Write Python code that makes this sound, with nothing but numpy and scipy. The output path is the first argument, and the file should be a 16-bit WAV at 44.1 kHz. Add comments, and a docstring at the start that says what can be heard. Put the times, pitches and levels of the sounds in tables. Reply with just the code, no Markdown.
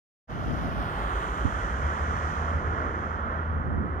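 """Outdoors, some way from a road, a car rolls by over a deep rumble and a faint hiss.
Its tyres roar and hiss, then grow dull as it draws away. Their sound also bounces off the road,
which sweeps a dip through the hiss. The engine drones low and picks up revs about halfway through.
Light wind buffets the left and right microphone openings. The sound cuts in just after the start."""
import sys
import numpy as np
from scipy import signal
from scipy.fft import rfft, irfft
from scipy.io import wavfile
from scipy.ndimage import uniform_filter1d

SR = 44100
rng = np.random.default_rng(int(sys.argv[2]) if len(sys.argv) > 2 else 0)


def store_wav(level_fs):
    """Save 16-bit WAV to argv[1]."""
    pcm = np.round(np.clip(np.atleast_2d(level_fs), -1, 1) * 32767)
    wavfile.write(sys.argv[1], SR, pcm.T.astype(np.int16))


N = 176400

# faint steady hiss: pitch_hz, level_db_per_hz
HISS_SPECTRUM = [(1000, -105), (4000, -112), (8000, -122), (10000, -128), (15000, -131)]
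# road rumble: pitch_hz, level_db_per_hz
RUMBLE_SPECTRUM = [(12, -81), (24, -74), (35, -66), (52, -51.5), (70, -52.5), (95, -58), (130, -64.5),
                   (200, -67.5), (320, -78.5), (600, -113), (2000, -160)]
# tone of the wind: pitch_hz, relative_db
WIND_SPECTRUM = [(15, -35), (40, 3), (70, 1.5), (170, 2.5), (260, -2.5), (420, -12.5), (800, -22.5),
                 (2000, -61), (6000, -110)]
# puffs of wind: peak_s, width_s, left_db, right_db
GUSTS = [(0.388, 0.059, -37.5, -33), (0.52, 0.041, -25, -38), (0.661, 0.053, -31, -30),
         (0.793, 0.032, -31.5, -32.5), (1.466, 0.017, -33.5, -25), (2.554, 0.021, -41, -30),
         (3.557, 0.042, -40, -33), (3.774, 0.085, -33.5, -26)]
# engine speed and loudness: time_s, firing_rate_hz, base_level_db
ENGINE_REVS = [(.3, 49.08, -48), (.8, 50.14, -40), (1.1, 52.34, -39), (1.65, 55.12, -39),
               (1.85, 72.55, -38.5), (2.15, 75.95, -39.5), (2.5, 78.53, -33.5), (3.2, 78.49, -40),
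               (3.5, 79.07, -32), (4.0, 79.7, -42.5)]
# exhaust tones: multiple_of_firing_rate, relative_db
EXHAUST_TONES = [(1, 1), (2, -10.5), (3, -15.5)]
# surges and lulls of the deepest exhaust tone: peak_s, boost_db
DRONE_SURGES = [(.82, 11), (.995, 9.5), (1.072, 9), (1.112, -8), (1.157, 13.5), (1.26, -7), (1.315, 9.5),
                (1.37, -16), (1.447, 10.5), (1.55, 7), (1.6, -5), (1.648, 12.5), (1.86, 9.5), (1.97, -6),
                (2.02, 11), (2.11, 12), (2.2, -10), (2.245, 9), (2.34, -12), (2.42, 7), (2.57, 2),
                (2.625, -15), (2.67, 1), (2.75, 3), (3.18, -6), (3.28, -11), (3.36, 4), (3.581, 6.5),
                (3.615, -1), (3.815, 11), (3.91, -7)]
# tyre noise before the drive-by shapes it: pitch_hz, left_db_per_hz, right_db_per_hz
TYRE_SPECTRUM = [(60, -75.5, -82.5), (246, -67, -64), (443, -65.5, -66.5), (744, -67.5, -67),
                 (955, -70.5, -62.5), (1205, -62.5, -57), (1340, -65.5, -58), (1393, -65.5, -55.5),
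                 (1493, -73, -62), (1828, -70, -66.5), (2140, -75.5, -74.5), (2630, -77.5, -92.5),
                 (3090, -79.5, -73.5), (4390, -87.5, -84.5), (5170, -85, -101), (6400, -84.5, -99),
                 (8200, -98, -117), (10470, -101, -106), (15200, -107, -116)]
# tyres and their bounce off the road: time_s, gain_db, treble_db_per_octave, first_dip_hz, bounce_0_to_1
DRIVE_BY = [(.3, -7, 1.5, 8000, 0.56), (.55, -5, 2.5, 7500, 0.53), (.8, -3, 3.2, 6940, 0.83),
            (1.15, 0.5, 1.7, 5330, 0.65), (1.55, -1.2, 0.8, 4470, 0.47), (2.0, 1, -0.7, 4150, .5),
            (2.35, 0.4, -0.8, 3940, 0.44), (2.6, 0.64, -3.5, 3940, 0.47), (2.85, 1.7, -5, 3950, 0.48),
            (3.1, -2, -4.5, 3915, 0.54), (3.25, -2, -8.5, 4107, 0.27), (3.5, -2.5, -8, 4230, 0.4),
            (3.75, -4.3, -10, 4365, 0.6), (4.0, -3, -8.7, 4634, 0.58)]
# how alike the tyres sound on the left and right: pitch_hz, likeness_0_to_1
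TYRE_LIKENESS = [(100, 1), (500, 0.72), (1300, 0.88), (2100, 0.78), (3200, 0.87), (5000, 0.1), (9000, 0.7)]
# how far the left side is ahead of the right: pitch_hz, lead_radians
LEFT_LEAD = [(300, 0), (600, 0.36), (900, 1.75), (1400, 3.5), (2100, 6), (3100, 7), (4600, 11.5),
             (7000, 22.5)]
# the right side is shaded from treble until the car comes round: time_s, treble_db_per_octave
RIGHT_SHADE = [(.3, -9), (.7, -8), (1.1, -1.5), (4.0, -0.5)]
# a peak in the roar that climbs as the car comes closer: time_s, pitch_hz, boost_db
CLIMBING_ROAR = [(.3, 710, 7.5), (.75, 685, 6.5), (1.2, 960, 0.5), (1.7, 1700, 3.5), (2.3, 1920, 1.5),
                 (3.0, 1899, 2)]
# the low part of the roar swells and sinks: time_s, boost_db
LOW_ROAR_SWELLS = [(.3, 0.5), (1.2, 1.5), (1.75, -1.5), (2.3, -4.5), (2.8, 2.5), (3.0, 3), (3.3, -5),
                   (4.0, 7.5)]


def gain(db):
    """Turn decibels into a number to multiply by."""
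    return 10 ** (np.asarray(db) / 20)


def bell(x, centre, width):
    """A smooth bump of height 1."""
    return np.exp(-.5 * ((x - centre) / width) ** 2)


def curve(table, at, column=1):
    """Read a table column, joining its rows with straight lines."""
    rows = np.array(table, float)
    return np.interp(at, rows[:, 0], rows[:, column])


def by_pitch(table, hz, column=1):
    """Read a table column by pitch, with octaves evenly spaced."""
    rows = np.array(table, float)
    return np.interp(np.log(hz + 1), np.log(rows[:, 0]), rows[:, column])


def noise(spectrum):
    """Noise with the given level at each pitch."""
    hz = np.fft.rfftfreq(N, 1 / SR)
    white = rfft(rng.standard_normal(N))
    return irfft(white * gain(by_pitch(spectrum, hz)), N) * np.sqrt(SR / 2)


def wobble(per_s):
    """A smooth random drift around 0, with a typical size of 1."""
    hold = int(SR / per_s)
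    steps = np.repeat(rng.standard_normal(N // hold + 1), hold)
    smooth = uniform_filter1d(uniform_filter1d(steps, hold), hold)[:N]
    return (smooth - smooth.mean()) / smooth.std()


def faint_hiss():
    """A steady hiss, separate on each side."""
    return np.array([noise(HISS_SPECTRUM), noise(HISS_SPECTRUM)])


def road_rumble():
    """A deep, wavering rumble, nearly the same on both sides."""
    likeness, waver_db = 0.85, 1.5
    separate = np.array([noise(RUMBLE_SPECTRUM), noise(RUMBLE_SPECTRUM)])
    rumble = np.sqrt(likeness) * noise(RUMBLE_SPECTRUM) + np.sqrt(1 - likeness) * separate
    return rumble * gain(waver_db * wobble(per_s=11))


def wind(t):
    """Swirling air hits each microphone opening in short gusts, and pops once on the right."""
    swirls = np.array([noise(WIND_SPECTRUM), noise(WIND_SPECTRUM)])
    swells = sum(gain([[left], [right]]) * bell(t, peak_s, width_s) for peak_s, width_s, left, right in GUSTS)
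    sound = swirls / swirls.std() * swells
    pop_s = 1.4545
    puff = gain(-8.5) * bell(t, pop_s, width=0.00085)
    suction = gain(-16) * bell(t, pop_s + 0.0065, width=0.0017)
    sound[1] += puff - suction
    return sound


def engine(t):
    """The engine's firing makes low, throbbing exhaust tones; the drive shaft adds a faint hum."""
    jitter, throb_depth = 0.0057, 0.19
    firing_hz = curve(ENGINE_REVS, t) * (1 + jitter * wobble(per_s=18))
    phase = 2 * np.pi * np.cumsum(firing_hz) / SR
    tones = []
    for multiple, db in EXHAUST_TONES:
        # the throb shakes both loudness and timing
        throb = 1 + throb_depth * (wobble(per_s=24) + 1j * wobble(per_s=24))
        tones.append(gain(db) * (throb * np.exp(1j * multiple * phase)).real)
    surge_db = sum(db * bell(t, peak_s, width=0.02) for peak_s, db in DRONE_SURGES)
    exhaust = tones[0] * gain(surge_db) + sum(tones[1:])
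    hum_hz = 128.3 + 28 * t  # rises with road speed
    hum = np.sin(2 * np.pi * np.cumsum(hum_hz) / SR) * gain(-52 + 2 * wobble(per_s=7.84))
    return np.sqrt(2) * (exhaust * gain(curve(ENGINE_REVS, t, column=2)) + hum)


def road_bounce(hz, t):
    """Sound bouncing off the road arrives late and partly cancels some pitches."""
    scatter_hz = 9300  # the rough road scatters hiss above this
    strength = curve(DRIVE_BY, t, column=4)
    bounce = strength / (1 + (hz / scatter_hz) ** 12)
    delay = np.exp(1j * np.pi * hz / curve(DRIVE_BY, t, column=3))
    return abs(1 + bounce * delay) / (1 + strength)


def roar_shape(hz, t):
    """One band of the roar climbs in pitch; a lower one swells and sinks."""
    octave, low_hz = np.log2(hz + 1), 340
    climbing_band = bell(octave, np.log2(curve(CLIMBING_ROAR, t)), width=0.205)
    low_band = bell(octave, np.log2(low_hz), width=0.3)
    return gain(curve(CLIMBING_ROAR, t, column=2) * climbing_band + curve(LOW_ROAR_SWELLS, t) * low_band)


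def tyres():
    """Tread rolling on the road makes noise that reaches the left side first and dulls with distance."""
    treble_from_hz, waver_db = 1554, 0.63
    white = rng.standard_normal((2, N)) * np.sqrt(SR / 2)
    hz, t, (shared, separate) = signal.stft(white, SR, nperseg=1024)  # split by pitch and time
    hz = hz[:, None]
    treble_octaves = np.log2(np.maximum(hz / treble_from_hz, 1))
    likeness = by_pitch(TYRE_LIKENESS, hz)
    left = likeness * shared + np.sqrt(1 - likeness ** 2) * separate
    left *= np.exp(1j * curve(LEFT_LEAD, hz)) * gain(by_pitch(TYRE_SPECTRUM, hz))
    right = shared * gain(by_pitch(TYRE_SPECTRUM, hz, column=2) + treble_octaves * curve(RIGHT_SHADE, t))
    distance_gain = gain(curve(DRIVE_BY, t) + treble_octaves * curve(DRIVE_BY, t, column=2))
    shaped = np.array([left, right]) * road_bounce(hz, t) * distance_gain * roar_shape(hz, t)
    roar = signal.istft(shaped, SR)[1][:, :N]
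    return roar * gain(waver_db * wobble(per_s=14))


def scene():
    """The car, rumble, wind and faint hiss together, in stereo."""
    t = np.arange(N) / SR
    return tyres() + engine(t) + road_rumble() + wind(t) + faint_hiss()


def record(dry):
    """Fade in quickly after a short silence and cut the highest treble."""
    start_s, fade_s, top_hz = 0.271, 0.034, 15200
    fade = np.clip((np.arange(N) / SR - start_s) / fade_s, 0, 1) ** 2
    treble_cut = signal.ellip(8, .2, 70, top_hz, fs=SR, output="sos")
    return signal.sosfilt(treble_cut, dry * fade)


dry = scene()
out = record(dry)
store_wav(out)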